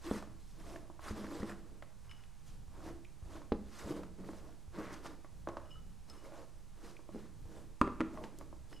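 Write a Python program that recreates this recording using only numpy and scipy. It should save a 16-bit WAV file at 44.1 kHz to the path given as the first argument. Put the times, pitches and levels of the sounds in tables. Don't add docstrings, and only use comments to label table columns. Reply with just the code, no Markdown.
import sys
import numpy as np
from scipy import signal
from scipy.fft import rfft, irfft, next_fast_len
from scipy.io import wavfile
from scipy.ndimage import uniform_filter1d, map_coordinates

SR = 44100
rng = np.random.default_rng(int(sys.argv[2]) if len(sys.argv) > 2 else 0)


def inscribe(sig):
    pcm = np.round(np.clip(np.atleast_2d(sig).T, -1, 1) * 32767)
    wavfile.write(sys.argv[1], SR, pcm.astype(np.int16))


N = 388080


def amp(db):
    return 10 ** (np.asarray(db) / 20)


def unit(x):
    return x / np.sqrt(np.mean(x ** 2) + 1e-20)


def along(points, hz):
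    freqs, values = np.transpose(points)
    return np.interp(np.log(hz + 1), np.log(freqs + 1), values)


def wobble(rate):
    coarse = np.linspace(0, N, num=N // 64)
    curve = map_coordinates(rng.standard_normal(int(N * rate / SR) + 4), [coarse * rate / SR])
    return np.interp(np.arange(N), coarse, curve)


def filtered(x, response):
    size = next_fast_len(N + SR // 2)
    return irfft(rfft(x, size) * response(np.fft.rfftfreq(size, 1 / SR)), size)[..., :N]


def noise(spectrum):
    return unit(filtered(rng.standard_normal(N), lambda hz: amp(along(spectrum, hz))))


def add(track, start_s, sound):
    rest = track[round(start_s * SR):]
    rest[:len(sound)] += sound[:len(rest)]


def contact(spectrum, tilt_db_per_octave=0, size=8192):
    hz = np.fft.rfftfreq(size, 1 / SR)
    octave = np.log2(np.clip(hz, 100, 8000) / 100)
    cepstrum = irfft(np.log(amp(along(spectrum, hz) + tilt_db_per_octave * octave)))
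    fold = 1 + np.sign(size // 2 - np.arange(size))
    fold[0] = 1
    pulse = irfft(np.exp(rfft(cepstrum * fold)))
    return pulse / np.abs(pulse).max()


def roughen(pulse, corner_hz, spread_s):
    t = np.arange(len(pulse)) / SR
    grit = rfft(rng.standard_normal(len(t)) * np.exp(-t / spread_s))
    grit = irfft(grit / np.abs(grit) ** .7) * np.exp(-t / spread_s / 4)
    low, high = [signal.sosfilt(signal.butter(2, corner_hz, kind, fs=SR, output="sos"), pulse)
                 for kind in ("low", "high")]
    rough = low + signal.fftconvolve(high, grit / np.linalg.norm(grit))[:len(t)]
    return rough / np.abs(rough).max()


def ring(modes, colour, scatter_db, attack_s):
    t = np.arange(int(SR * max(t60 for _, _, t60 in modes))) / SR
    tone = np.zeros(len(t))
    for hz, db, t60 in modes:
        struck_db = db + along(colour, hz) + scatter_db * rng.standard_normal()
        tone += amp(struck_db - 60 * t / t60) * np.sin(2 * np.pi * (hz * t + rng.random()))
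    return (1 - np.exp(-t / attack_s)) * tone


def stereo(mid, side, width):
    side = filtered(side, lambda hz: amp(along(width, hz)))
    return np.array([mid + side, mid - side])


# freq_hz, level_db
RUMBLE_SPECTRUM = [(12, -27), (20, 2.5), (29, 5), (42, -19), (64, -1.5), (85, -10), (115, -10),
                   (160, -12.5), (240, -21), (330, -26.5), (500, -29.5), (900, -55.5)]
HISS_SPECTRUM = [(200, -46), (500, 3.5), (800, 10.5), (1200, 6), (2000, 1.5), (3500, -1), (7000, 0),
                 (10000, -3.5), (15000, -16.5)]
# freq_hz, side_gain_db
ROOM_TONE_WIDTH = [(30, -23), (130, -21), (300, -14), (600, -17), (1000, -14), (3000, -11), (12000, -11)]

def room_tone():
    swell = amp(-56 + 2.2 * wobble(8.2))
    rumble = stereo(noise(RUMBLE_SPECTRUM), noise(RUMBLE_SPECTRUM), ROOM_TONE_WIDTH)
    hiss = stereo(noise(HISS_SPECTRUM), noise(HISS_SPECTRUM), ROOM_TONE_WIDTH)
    return swell * rumble + amp(-70) * hiss


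# freq_hz, t60_s
KITCHEN_DECAY = [(60, 0.62), (250, 0.64), (1000, 0.49), (3000, 0.53), (10000, 0.36)]
# freq_hz, side_gain_db
KITCHEN_WIDTH = [(30, -25), (300, -30), (500, -23), (1000, -23), (2000, -13), (4000, -9.5), (12000, -10)]

def kitchen(x, wet_db):
    hz, t, bands = signal.stft(rng.standard_normal((2, SR * 3 // 4)), SR, nperseg=256)
    build_up = 1 - np.exp(-t / 0.0034)
    decay = amp(-60 * t / along(KITCHEN_DECAY, hz)[:, None])
    tail = signal.istft(bands * build_up * decay, SR, nperseg=256)[1]
    tail *= amp(wet_db) / np.linalg.norm(tail[0])
    echo = rng.standard_normal(tail.shape[1]) * np.exp(-np.arange(tail.shape[1]) / SR / 0.0013)
    around = amp(-6) * tail[1] + amp(-7.5) * echo / np.linalg.norm(echo)
    mid, side = signal.fftconvolve(x[None], np.array([tail[0], around]), axes=1)[:, :N]
    return stereo(x + mid, side, KITCHEN_WIDTH)


# freq_hz, level_db
THUD_SPECTRUM = [(15, -23), (28, -0.5), (42, -13.5), (66, -0.5), (110, -15.5), (220, -37.5), (1000, -54.5),
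                 (15000, -125)]
# start_s, level_db
TABLE_THUDS = [(0.11, -40.5), (1.105, -36), (1.403, -40), (2.681, -45), (3.226, -40.5), (3.26, -43.5),
               (3.519, -35), (3.845, -41.5), (4.679, -42.5), (7.456, -43.5), (7.8127, -34), (8.004, -41)]

def table_thuds():
    track = np.zeros(N)
    for start_s, db in TABLE_THUDS:
        add(track, start_s, -amp(db) * contact(THUD_SPECTRUM, tilt_db_per_octave=3))
    return kitchen(track, wet_db=-5.5)


# pitch_hz, level_db, t60_s
GLASS_MODES = [(1295, 8.5, 0.12), (1320, -4, 0.35), (2450, -9, 0.044), (2915, 1, 0.21), (2991, -5, 0.48),
               (5174, 3.5, 0.1), (8050, 0, 0.08)]
# start_s, level_db, favoured_hz, decay_ratio
RIM_CLINKS = [(2.094, -57, 2680, .45), (2.1122, -54.5, 3450, 0.61), (2.171, -69, 4400, .6),
              (2.205, -68, 2900, 0.44), (5.655, -66, 2500, .5), (5.688, -65, 2000, .5),
              (5.707, -55, 2560, 1.1), (5.756, -61, 1610, 1.1), (6.097, -55.5, 5100, 0.94),
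              (6.106, -61, 1700, 1.2), (6.176, -65, 3800, 1.3), (8.714, -66, 1700, 0.68),
              (8.734, -60, 4300, .8), (8.763, -59, 3600, 0.83)]

def rim_clinks(fall_db_per_octave=13.5):
    track = np.zeros(N)
    for start_s, db, favoured_hz, decay_ratio in RIM_CLINKS:
        modes = [(hz, level, t60 * decay_ratio) for hz, level, t60 in GLASS_MODES]
        colour = [(hz, db - fall_db_per_octave * abs(np.log2(hz / favoured_hz))) for hz, _, _ in modes]
        add(track, start_s, ring(modes, colour, scatter_db=1.5, attack_s=0.00063))
    return kitchen(track, wet_db=-8)


# start_s, level_db, pitch_hz, fall_db_per_octave
STICK_CLICKS = [(0.225, -43, 1230, 31), (0.7597, -45.5, 1690, 28), (1.0815, -39, 1280, 28),
                (1.267, -46, 1650, 24), (1.42, -44, 1850, 32), (1.496, -41, 1450, 17),
                (1.513, -42, 1400, 25), (1.521, -43, 1500, 33), (1.8236, -46, 1700, 15),
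                (2.112, -46.5, 2140, 18), (2.237, -51, 2350, 19), (3.048, -50.5, 2430, 40),
                (3.5217, -48, 4130, 26), (4.034, -47, 1200, 20), (4.246, -52, 1900, 12),
                (4.288, -49, 1700, 22), (4.525, -55, 1400, 14), (4.841, -53, 2600, 11),
                (4.94, -46, 5850, 24), (5.063, -44.5, 2700, 9), (5.069, -48, 5800, 16),
                (5.487, -49, 5900, 20), (5.5697, -51, 5050, 23), (6.099, -47, 4600, 11),
                (6.9666, -48, 2480, 38), (8.238, -46, 2580, 14), (8.387, -44, 7400, 11),
                (8.728, -46, 1820, 15)]

def stick_clicks(skirt_db=-23):
    track = np.zeros(N)
    octaves = np.linspace(-3, 3, num=25)
    for start_s, db, pitch_hz, fall in STICK_CLICKS:
        flanks_db = np.maximum(-fall * abs(octaves), skirt_db - 5 * abs(octaves))
        pulse = contact(np.transpose([pitch_hz * 2 ** octaves, flanks_db]), size=2048)
        add(track, start_s, amp(db) * roughen(pulse, corner_hz=816, spread_s=0.0027))
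    return kitchen(track, wet_db=-10.5)


# freq_hz, level_db
TAP_SPECTRUM = [(60, -19), (330, -5.5), (580, -5), (1080, 8.5), (1600, -3.5), (3000, -13), (7000, -20.5),
                (15000, -49)]
# pitch_hz, level_db, t60_s
RATTLE_MODES = [(328, -9.5, 0.051), (597, -2, 0.022), (850, -11.5, 0.014), (1050, -2, 0.012),
                (1584, -19.5, 0.035), (1990, -6, 0.0072)]
# start_s, level_db, tilt_db_per_octave
STICK_TAPS = [(0.2251, -40, -2.5), (0.612, -56, 11), (0.7596, -41.5, -2), (0.856, -54, -2),
              (0.9, -45.5, -6.5), (0.993, -45, -2), (1.244, -41, 1.5), (1.431, -40, 3), (1.8239, -42, -0.5),
              (2.861, -46, -12.5), (3.3535, -46, -4.5), (3.418, -49, 1.5), (4.033, -44, 1),
              (4.29, -44.5, -7), (4.333, -43, -5.5), (4.748, -46, -3), (4.76, -46.5, 4), (4.786, -47, -11),
              (5.047, -43, -7), (5.2464, -46, -2), (5.473, -32.5, -4), (5.4865, -35.5, -2),
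              (5.491, -37, -6.5), (5.5697, -34.5, -1), (6.321, -46.5, -3.5), (6.992, -48.5, -5),
              (7.0903, -44, -8.5), (8.174, -39, -2), (8.239, -39.5, 2.5), (8.411, -44.5, -1),
              (8.5276, -45.5, -7.5)]

def stick_taps():
    track = np.zeros(N)
    for start_s, db, tilt in STICK_TAPS:
        colour = [(200, -2 * tilt), (3200, 2 * tilt)]
        add(track, start_s, amp(db) * ring(RATTLE_MODES, colour, scatter_db=2, attack_s=.0004))
        tick = roughen(contact(TAP_SPECTRUM, tilt), corner_hz=1230, spread_s=0.0077)
        add(track, start_s, amp(db - 1.5) * tick)
    return kitchen(track, wet_db=-6.5)


# pitch_hz, level_db, t60_s
BOARD_MODES = [(178, -11, 0.3), (207.3, -0.5, 0.4), (239.6, 0.5, 0.18), (271, -9, 0.14), (320, 9, 0.12),
               (390.6, -4, 0.34), (435.5, -6.5, 0.26), (474, -0.5, 0.19), (566, 9.5, 0.049), (825, 3, 0.13),
               (1140, -25, 0.092)]

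def board_blows(events, spectrum, corner_hz, spread_s):
    track = np.zeros(N)
    colour = [(hz, level / 2) for hz, level in spectrum]
    for start_s, db, tilt, ring_db in events:
        add(track, start_s, -amp(db) * roughen(contact(spectrum, tilt), corner_hz, spread_s))
        add(track, start_s, amp(ring_db) * ring(BOARD_MODES, colour, scatter_db=1.5, attack_s=.002))
    return track


# freq_hz, level_db
FOOT_SPECTRUM = [(40, -15.5), (150, -13.5), (230, -2.5), (300, 3), (410, -11.5), (600, -9.5), (850, -14.5),
                 (1230, -9.5), (1550, -22.5), (2000, -18), (2500, -23.5), (3300, -28.5), (4000, -36),
                 (6000, -41), (8300, -41.5), (15000, -64)]
# pitch_hz, level_db, t60_s
BASE_MODES = [(800, -8.5, 0.25), (894, 7, 0.022), (1038, 0.5, 0.063), (1180, 11, 0.028),
              (1244, -2.5, 0.063), (1360, 6, 0.022), (2040, -17, .035), (2340, -15, 0.045),
              (2560, -22, .05), (2870, -21, 0.04)]
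# start_s, level_db, tilt_db_per_octave, board_ring_db
BOWL_KNOCKS = [(7.8136, -15, -0.5, -35.5), (7.8144, -15, 0, -42.5), (7.819, -23.5, -0.5, -48),
               (7.8759, -25, -2.5, -45.5), (8.0005, -36, -1, -51), (8.0053, -22, 0, -44),
               (8.0061, -21.5, 0, -44), (8.0125, -21, -1, -41.5)]

def bowl_knocks(ring_db_per_db=3.3):
    track = board_blows(BOWL_KNOCKS, FOOT_SPECTRUM, corner_hz=1320, spread_s=0.0019)
    hardest_db = max(db for _, db, *_ in BOWL_KNOCKS)
    for start_s, db, *_ in BOWL_KNOCKS:
        base = ring(BASE_MODES, colour=[(1, 0)], scatter_db=2, attack_s=0.00032)
        add(track, start_s, amp(-33.5 + ring_db_per_db * (db - hardest_db)) * base)
    return kitchen(track, wet_db=-10.5)


# freq_hz, level_db
PALM_SPECTRUM = [(40, -12), (140, -13), (245, 4), (350, -1.5), (450, -2.5), (700, -14), (1200, -20.5),
                 (2200, -36), (5000, -45.5), (8000, -100), (15000, -90)]
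# start_s, level_db, tilt_db_per_octave, board_ring_db
PALM_PATS = [(.1125, -20, -0.5, -45.5), (.117, -36, -1.5, -59), (1.109, -35, -6.5, -55),
             (1.4300, -27, -3, -46), (3.5205, -17, 1, -39.5), (3.5252, -30, -2, -49), (4.186, -44, -4, -65),
             (4.204, -39, -7, -60), (4.2875, -36, 2, -52.5), (7.147, -35, -1, -64),
             (7.159, -36.5, 0.5, -52)]

def palm_pats():
    return kitchen(board_blows(PALM_PATS, PALM_SPECTRUM, corner_hz=1560, spread_s=0.0068), wet_db=-11.5)


# start_s, end_s, level_db, pitch_hz
BOARD_DRAGS = [(0.041, 0.124, -39, 320), (0.108, 0.217, -54, 210.6), (0.634, 0.806, -56.5, 649),
               (0.68, 0.818, -53.5, 333.6), (1.09, 1.264, -46.5, 204), (1.275, 1.38, -45, 315),
               (1.392, 1.554, -50, 210.2), (2.786, 2.938, -63, 700), (2.83, 2.993, -54, 318),
               (3.279, 3.426, -64, 610), (3.33, 3.408, -56, 318), (3.94, 4.138, -54, 180),
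               (4.17, 4.27, -48, 181.6), (4.454, 4.524, -57.5, 614), (6.218, 6.468, -60.5, 564),
               (7.102, 7.2, -50.5, 210), (8.08, 8.279, -54, 216), (8.159, 8.223, -46, 602),
               (8.21, 8.293, -54.5, 839)]

def board_drags(pitch_arch=0.13):
    track = np.zeros(N)
    waver = 1 + 0.0422 * wobble(60)
    for start_s, end_s, db, hz in BOARD_DRAGS:
        t = np.arange(round((end_s - start_s) * SR)) / SR
        fade = np.clip(np.minimum(t, end_s - start_s - t) / 0.037, 0, 1)
        speed = np.sin(np.pi * t / (end_s - start_s))
        pitch_hz = hz * (1 + pitch_arch * (speed - 2 / np.pi)) * waver[round(start_s * SR):][:len(t)]
        add(track, start_s, amp(db) * fade * np.sin(2 * np.pi * np.cumsum(pitch_hz) / SR))
    return track * amp(1.5 * wobble(40))


def friction(spectrum, slips_per_s, spread_db, smooth_db):
    sizes = amp(spread_db * np.minimum(rng.standard_normal(N), 2)) * rng.choice([-1, 1], N)
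    slips = unit(sizes * (rng.random(N) < slips_per_s / SR))
    rub = amp(smooth_db) * rng.standard_normal(N)
    return unit(signal.oaconvolve(slips + rub, contact(spectrum))[:N])


# freq_hz, level_db
SKIN_SPECTRUM = [(1000, -21), (2500, 1), (4000, 3), (6000, 1.5), (8200, -0.5), (11000, -5.5),
                 (15000, -15.5)]

def skin_hiss(patch_db=2.6):
    rub = friction(SKIN_SPECTRUM, slips_per_s=1200, spread_db=4, smooth_db=4)
    bands = signal.stft(rub, nperseg=256)[2]
    patches = uniform_filter1d(rng.standard_normal(bands.shape), size=7, axis=0)
    patches = uniform_filter1d(patches, size=5, axis=1)
    return unit(signal.istft(bands * amp(patch_db * unit(patches)), nperseg=256)[1][:N])


def wet_ticks(ticks_per_s=110, centre_hz=2900, decay_cycles=1.1, count=2000):
    track, t = np.zeros(N), np.arange(SR // 200) / SR
    starts_s = np.cumsum(rng.exponential(1 / ticks_per_s, count))
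    for start_s, (size, brightness) in zip(starts_s, np.clip(rng.standard_normal((count, 2)), -2, 2)):
        cycles = centre_hz * 2 ** (.7 * brightness) * t
        tick = np.sin(2 * np.pi * cycles) * np.exp(-cycles / decay_cycles)
        add(track, start_s, amp(-4.5 + 5.5 * size) * tick)
    return track


# freq_hz, level_db
TUMBLE_SPECTRUM = [(250, -17.5), (480, -5), (620, 0.5), (780, -3), (1100, -0.5), (1500, -6.5),
                   (2100, -10.5), (3000, -18.5), (6000, -26), (15000, -65)]

def tumbling_sticks(clicks_per_s=650, low_hz=330, high_hz=2400, decay_cycles=3, count=7000):
    t = np.arange(SR // 100) / SR
    gap, place, size = rng.random((count, 3)).T
    starts = (np.cumsum(-np.log(1 - gap)) / clicks_per_s * SR).astype(int)
    pitch_hz = low_hz * (high_hz / low_hz) ** place
    strength = pitch_hz * amp(5 * (2 * size - 1))
    cycles = pitch_hz[:, None] * t
    decay = np.exp(-cycles / decay_cycles) * (1 - t / t[-1])
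    clicks = strength[:, None] * np.sin(2 * np.pi * cycles) * decay
    train = np.bincount((starts[:, None] + np.arange(len(t))).ravel(), clicks.ravel(), N)[:N]
    clatter = unit(signal.oaconvolve(train, contact(TUMBLE_SPECTRUM))[:N])
    return unit(clatter + amp(0.5) * noise(TUMBLE_SPECTRUM))


# freq_hz, level_db
JUDDER_SPECTRUM = [(60, -33.5), (150, -8.5), (207, -7.5), (265, -8.5), (295, -4), (323, 2), (365, -8),
                   (450, -9.5), (600, -16.5), (1200, -52)]
# start_s, lift_s, rise_s, level_db, judder_db, hiss_db, treble_db
HAND_STROKES = [(.0, 0.166, 0.084, -50.5, 2, -6.5, 2.5), (0.396, 0.51, 0.016, -81.5, -1, 12, 0),
                (0.515, 0.763, 0.23, -55.5, 4.5, -6.5, -6.5), (1.007, 1.085, 0.04, -52, 0.5, -5, 7.5),
                (1.09, 1.432, 0.079, -55.5, 9.5, -9.5, -2), (1.444, 1.502, 0.037, -50.5, 2, -9.5, -1),
                (1.607, 1.74, 0.033, -71, 14, -21, -6), (2.03, 2.2, 0.021, -74.5, -14, -3, 15),
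                (2.44, 2.52, .04, -72, -2, 3.5, 5), (2.699, 2.896, 0.15, -53.5, 5.5, -11.5, -4),
                (3.202, 3.369, 0.18, -56, 3.5, -9.5, -4), (3.623, 3.83, 0.21, -56.5, 2.5, -2.5, 8.5),
                (3.781, 3.964, 0.14, -52, 12.5, -9.5, -3), (4.155, 4.24, 0.04, -61.5, 14.5, -13, -1),
                (4.25, 4.387, 0.036, -62.5, -9, -5, -2), (4.33, 4.527, 0.032, -65, 8.5, -10, -4),
                (4.718, 4.796, 0.059, -50, 9, -17.5, 2), (4.808, 4.944, 0.029, -55, 7, -14.5, 7.5),
                (4.922, 4.943, .015, -61.5, 0, 0, 6), (5.01, 5.075, 0.055, -49.5, 3, -10.5, -3),
                (6.07, 6.245, 0.03, -64, 6, -7, 2), (6.214, 6.405, 0.12, -57, 2, -11, -6.5),
                (6.734, 6.902, 0.087, -60.5, 8, -4.5, 2.5), (7.1, 7.242, .04, -66, 9.5, -5.5, 9),
                (7.424, 7.61, 0.1, -62, 9, -7, -6), (8.052, 8.251, 0.11, -56, 8.5, -12, -13),
                (8.365, 8.403, 0.031, -65, 16.5, -3, 0), (8.692, 8.73, 0.034, -62, 8, -3.5, -9)]

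def stroke_gain(levels_db, lag_s, release_s):
    t = np.arange(N // 32) * 32 / SR
    power = np.zeros(len(t))
    for (start_s, lift_s, rise_s, *_), db in zip(HAND_STROKES, levels_db):
        speed = np.clip((t - lag_s - start_s) / rise_s, 0, 1) ** 1.06
        release = np.exp(-np.maximum(t - lag_s - lift_s, 0) / release_s)
        power += (amp(db) * speed * release) ** 2
    return np.interp(np.arange(N) / SR, t, np.sqrt(power))


def hand_sweeps(crossover_hz=900):
    *_, level_db, judder_db, hiss_db, treble_db = np.transpose(HAND_STROKES)
    grip_db = 2.77 * wobble(35)
    judder_gain = stroke_gain(level_db + judder_db, lag_s=0.0037, release_s=0.064)
    judder = friction(JUDDER_SPECTRUM, slips_per_s=450, spread_db=0, smooth_db=-4)
    judder *= judder_gain * amp(0.64 * grip_db - 4.5)
    sticks = tumbling_sticks()
    bass = filtered(sticks, lambda hz: 1 / (1 + (hz / crossover_hz) ** 4))
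    bass_gain = stroke_gain(level_db - treble_db / 2, lag_s=0, release_s=0.034)
    treble_gain = stroke_gain(level_db + treble_db / 2, lag_s=0, release_s=0.034)
    tumble = amp(0.75 * grip_db - 2) * (bass_gain * bass + treble_gain * (sticks - bass))
    crackle = treble_gain * wet_ticks()
    hiss_gain = stroke_gain(level_db + hiss_db, lag_s=-0.0083, release_s=0.039)
    hiss = hiss_gain * amp(0.89 * grip_db - 1.5) * skin_hiss()
    return kitchen(judder + tumble + crackle + hiss + board_drags(), wet_db=-8)


def scene():
    on_board = hand_sweeps() + palm_pats() + bowl_knocks() + stick_taps() + stick_clicks()
    return on_board + table_thuds() + rim_clinks() + room_tone()


DC_OFFSET = [
    [.0003],
    [-.0032],
]

def record(dry):
    return filtered(dry, lambda hz: hz < 15300) + DC_OFFSET


dry = scene()
out = record(dry)
inscribe(out)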